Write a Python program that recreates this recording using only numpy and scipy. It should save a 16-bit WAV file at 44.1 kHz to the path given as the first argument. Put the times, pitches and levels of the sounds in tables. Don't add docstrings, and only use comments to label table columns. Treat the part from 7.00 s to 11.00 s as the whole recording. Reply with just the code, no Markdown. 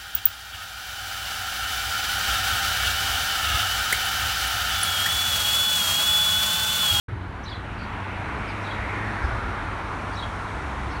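import sys
import numpy as np
from scipy import signal
from scipy.fft import rfft, irfft
from scipy.io import wavfile
from scipy.ndimage import uniform_filter1d

SR = 44100
rng = np.random.default_rng(int(sys.argv[2]) if len(sys.argv) > 2 else 0)


def master(y):
    cut = np.clip(np.atleast_2d(y).T, -1, 1)
    pcm = np.round(cut * 32767)
    wavfile.write(sys.argv[1], SR, pcm.astype(np.int16))


N = 176400
TIME = np.arange(N) / SR
FRAME_S = np.arange(N // 256 + 9) * 256 / SR


def traffic():
    # frequency in Hz, relative strength in dB.
    spectrum = [(110, -3), (200, 0), (330, -3), (500, -5), (750, 0), (980, 2), (1170, -0.5), (1420, 1),
                (1750, -3.5), (2200, -6), (2800, -14.5), (3800, -19), (4600, -25), (6000, -46),
                (12000, -43)]
    # time in seconds, level in dB.
    loudness = [(.1, -40.5), (.6, -37.5), (.9, -35), (1.25, -33), (2, -31), (2.45, -31.5), (3.3, -33.5),
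                (4, -33)]
    level_db = curve(loudness, FRAME_S)[:, None]
    tilt_db_per_octave = -0.07 * (level_db - level_db.max())
    roar = airborne(
        lambda hz: colour(spectrum, hz) + tilt_db_per_octave * np.log2(np.maximum(hz / 1400, 1)),
        patchy_db=0.84)
    return roar * amp(curve(loudness, TIME) + 0.18 * drift(8))


def passing_vehicle():
    # time in seconds, middle of the band in Hz, level in dB.
    path = [(.1, 2400, -72), (.7, 2600, -50.5), (1.25, 2200, -43), (1.7, 2155, -41), (2, 1940, -37),
            (2.2, 1649, -36), (2.4, 1355, -38.5), (2.8, 1132, -40), (3.3, 1000, -39.5), (3.9, 857.3, -52)]
    centre_hz = curve(path, FRAME_S)[:, None]
    width_octaves = 0.26

    def band_db(hz):
        widths_away = np.log2((hz + 1) / centre_hz) / width_octaves
        return np.maximum(-4.3 * widths_away ** 2, -70) - 10 * np.log10(centre_hz)

    return airborne(band_db, patchy_db=1.7) * amp(curve(path, TIME, axis=2))


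def engines():
    # time in seconds, firings per second, level in dB.
    first_engine = [(.1, 93.4, -38), (.26, 91, -36.5), (.47, 95.6, -55), (.6, 94.66, -38.5),
                    (.76, 93.17, -45.5), (.9, 94.6, -37), (1.15, 96.7, -32), (1.35, 98, -57),
                    (1.55, 100.1, -36), (1.78, 102, -37), (2.05, 104.2, -34.5), (2.5, 103.9, -43),
                    (2.9, 102.3, -40), (3.12, 102.3, -41), (3.4, 100.6, -38), (4, 99.9, -54)]
    deep_engine = [(3.3, 72.2, -78), (3.58, 70.77, -35.5), (3.85, 67, -36), (4, 65.3, -41)]
    tone_levels = [-1, -12, -17.5]
    pitch_wander, flutter_db = 0.01117, 0.5
    out = np.zeros(N)
    for track in (first_engine, deep_engine):
        firing_hz = curve(track, TIME) * (1 + pitch_wander * drift(11.9))
        cycles = np.cumsum(firing_hz) / SR
        drone = np.zeros(N)
        for multiple, db in enumerate(tone_levels, 1):
            gain = amp(db + flutter_db * drift(7.6))
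            drone += gain * np.sin(2 * np.pi * (multiple * cycles + rng.random()))
        out += unit(drone) * amp(curve(track, TIME, axis=2))
    return out


def wind():
    # frequency in Hz, relative strength in dB.
    spectrum = [(15, -51), (28, -26), (39, 5), (48, 2), (60, 6.5), (78, 0.5), (105, 2.5), (135, -13.5),
                (200, -22.5), (400, -45), (3000, -87)]
    # time in seconds, level in dB.
    loudness = [(.1, -36.5), (1.2, -37), (2.1, -38), (2.33, -30.5), (2.55, -33), (3.3, -37.5), (4, -37)]
    # time of the peak in seconds, half-length in seconds, pitch in Hz, peak level in dB.
    thumps = [(0.142, 0.022, 92.7, -24.5), (0.583, 0.01, 84.6, -26.5), (2.246, 0.016, 61.6, -18),
              (2.327, 0.031, 90.4, -30)]
    hz = np.fft.rfftfreq(N, 1 / SR)
    rumble = unit(irfft(rfft(rng.standard_normal(N)) * amp(colour(spectrum, hz)), N))
    out = rumble * amp(curve(loudness, TIME) + 1.16 * drift(4.5))
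    for peak_s, half_length_s, pitch_hz, db in thumps:
        cycles = np.cumsum(pitch_hz * (1 + 0.18 * drift(54))) / SR
        swell = np.exp(-((TIME - peak_s) / half_length_s) ** 2)
        out += amp(db) * swell * np.sin(2 * np.pi * cycles)
    return out


def birds():
    # start in seconds, level in dB, pitch factor, length factor, rasp as a share of pitch.
    chirps = [(.43, -37, 1.03, 1.06, .055), (1.617, -40, 1.0, 1.07, .055), (3.147, -34, 0.99, .96, 0.044)]
    # start and length in seconds, first and last pitch in Hz, level in dB.
    cheeps = [(0.49, 0.0258, 4600, 4200, -42.5), (0.532, .045, 4300, 3290, -43),
              (0.764, 0.11, 4330, 4220, -49.5), (1.468, 0.055, 5250, 3870, -48),
              (1.679, .09, 3894, 3485, -47), (2.22, 0.062, 4960, 4900, -52),
              (3.121, 0.043, 4500, 4100, -48), (3.891, .05, 5100, 5200, -52),
              (3.908, .035, 4204, 4070, -47.5), (3.945, 0.043, 4150, 4130, -47)]
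    calls = sum(chirp(*row) for row in chirps)
    calls += sum(note(*row, arch_hz=201.26, rasp=0.054) for row in cheeps)
    echoes_per_s, fade_s, echo_db = 2000, 0.22, -4
    t = TIME[:SR // 2]
    bounces = rng.standard_normal(len(t)) * (rng.random(len(t)) < echoes_per_s / SR)
    bounces *= amp(-60 * t / fade_s)
    echoes = signal.fftconvolve(calls, bounces / np.linalg.norm(bounces))[:N]
    return calls + amp(echo_db) * echoes


def chirp(start, db, pitch, stretch, rasp):
    # delay and length in seconds, first pitch, last pitch and mid-note lift in Hz,
    # relative level in dB. Each chirp scales these times and pitches by its own factors.
    notes = [(0, 0.03, 5300, 5340, 198, -12), (0.017, 0.032, 3500, 3774, 353, -5.5),
             (0.042, 0.0196, 3693, 3387, 288, 1), (.05, .055, 4430, 4170, 151, -14),
             (.077, 0.029, 3463, 3127, 11, -0.5)]
    return sum(note(start + delay * stretch, length * stretch, from_hz * pitch, to_hz * pitch,
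                    db + note_db, arch_hz, rasp)
               for delay, length, from_hz, to_hz, arch_hz, note_db in notes)


def note(start, length, from_hz, to_hz, db, arch_hz, rasp):
    progress = np.linspace(0, 1, round(length * SR))
    arch = np.sin(np.pi * progress)
    glide_hz = from_hz + (to_hz - from_hz) * progress + arch_hz * arch
    shake = rasp * drift(rate_hz=790, size=8192)[:len(progress)]
    phase = 2 * np.pi * np.cumsum(glide_hz * (1 + shake)) / SR
    whistle = amp(db) * arch * (np.sin(phase) + amp(-29) * np.sin(2 * phase))
    return np.pad(whistle, (round(start * SR), N))[:N]


def murmur():
    # frequency in Hz, relative strength in dB.
    spectrum = [(70, -11), (125, 3), (170, 0.5), (240, -0.5), (320, 0.5), (420, -3.5), (600, -17),
                (1500, -61.5)]
    return amp(-42.5) * airborne(lambda hz: colour(spectrum, hz), patchy_db=1.7)


def hiss():
    # frequency in Hz, relative strength in dB.
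    spectrum = [(2500, 5.5), (4400, -2), (5000, 3), (5400, 8), (6300, 5), (7500, 1), (9300, 1),
                (10300, -6.5), (11200, -3), (11800, -19)]
    # time in seconds, level in dB.
    loudness = [(.1, -67), (.6, -62), (1.1, -59), (1.6, -55), (2.3, -54.5), (2.7, -56.5), (3.2, -53.5),
                (4, -55)]
    return airborne(lambda hz: colour(spectrum, hz), patchy_db=1.1) * amp(curve(loudness, TIME))


def airborne(shape_db, patchy_db):
    hz = np.fft.rfftfreq(1024, 1 / SR)
    real, imaginary, patches = rng.standard_normal((3, len(FRAME_S), len(hz)))
    patches = uniform_filter1d(patches, size=16, axis=0)
    patches = unit(uniform_filter1d(patches, size=7, axis=1))
    slices = (real + 1j * imaginary) * amp(shape_db(hz) + patchy_db * patches)
    return unit(signal.istft(slices.T, nperseg=1024, noverlap=768)[1][:N])


def drift(rate_hz, size=N):
    hz = np.fft.rfftfreq(size, 1 / SR)
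    return unit(irfft(rfft(rng.standard_normal(size)) * np.exp(-(hz / rate_hz) ** 2), size))


def curve(rows, t, axis=1):
    rows = np.array(rows)
    return np.interp(t, rows[:, 0], rows[:, axis])


def colour(points, hz):
    point_hz, db = np.transpose(points)
    return np.interp(np.log(hz + 1), np.log(point_hz), db)


def amp(db):
    return 10 ** (np.asarray(db) / 20)


def unit(x):
    return x / np.sqrt(np.mean(x ** 2) + 1e-20)


def scene():
    return (traffic() + murmur() + passing_vehicle() + hiss() + engines() + wind() + birds())[None]


def record(dry):
    start_s, fade_in_s = 0.084, 0.006
    low_cut_hz, high_cut_hz = 33.3, 11950
    thinned = signal.sosfilt(signal.butter(4, low_cut_hz, "highpass", fs=SR, output="sos"), dry)
    opening = np.sin(np.pi / 2 * np.clip((TIME - start_s) / fade_in_s + .5, 0, 1)) ** 2
    low_pass = signal.firwin(511, high_cut_hz, window=("kaiser", 9), fs=SR)
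    return signal.oaconvolve(thinned * opening, low_pass[None], "same")


dry = scene()
out = record(dry)
master(out)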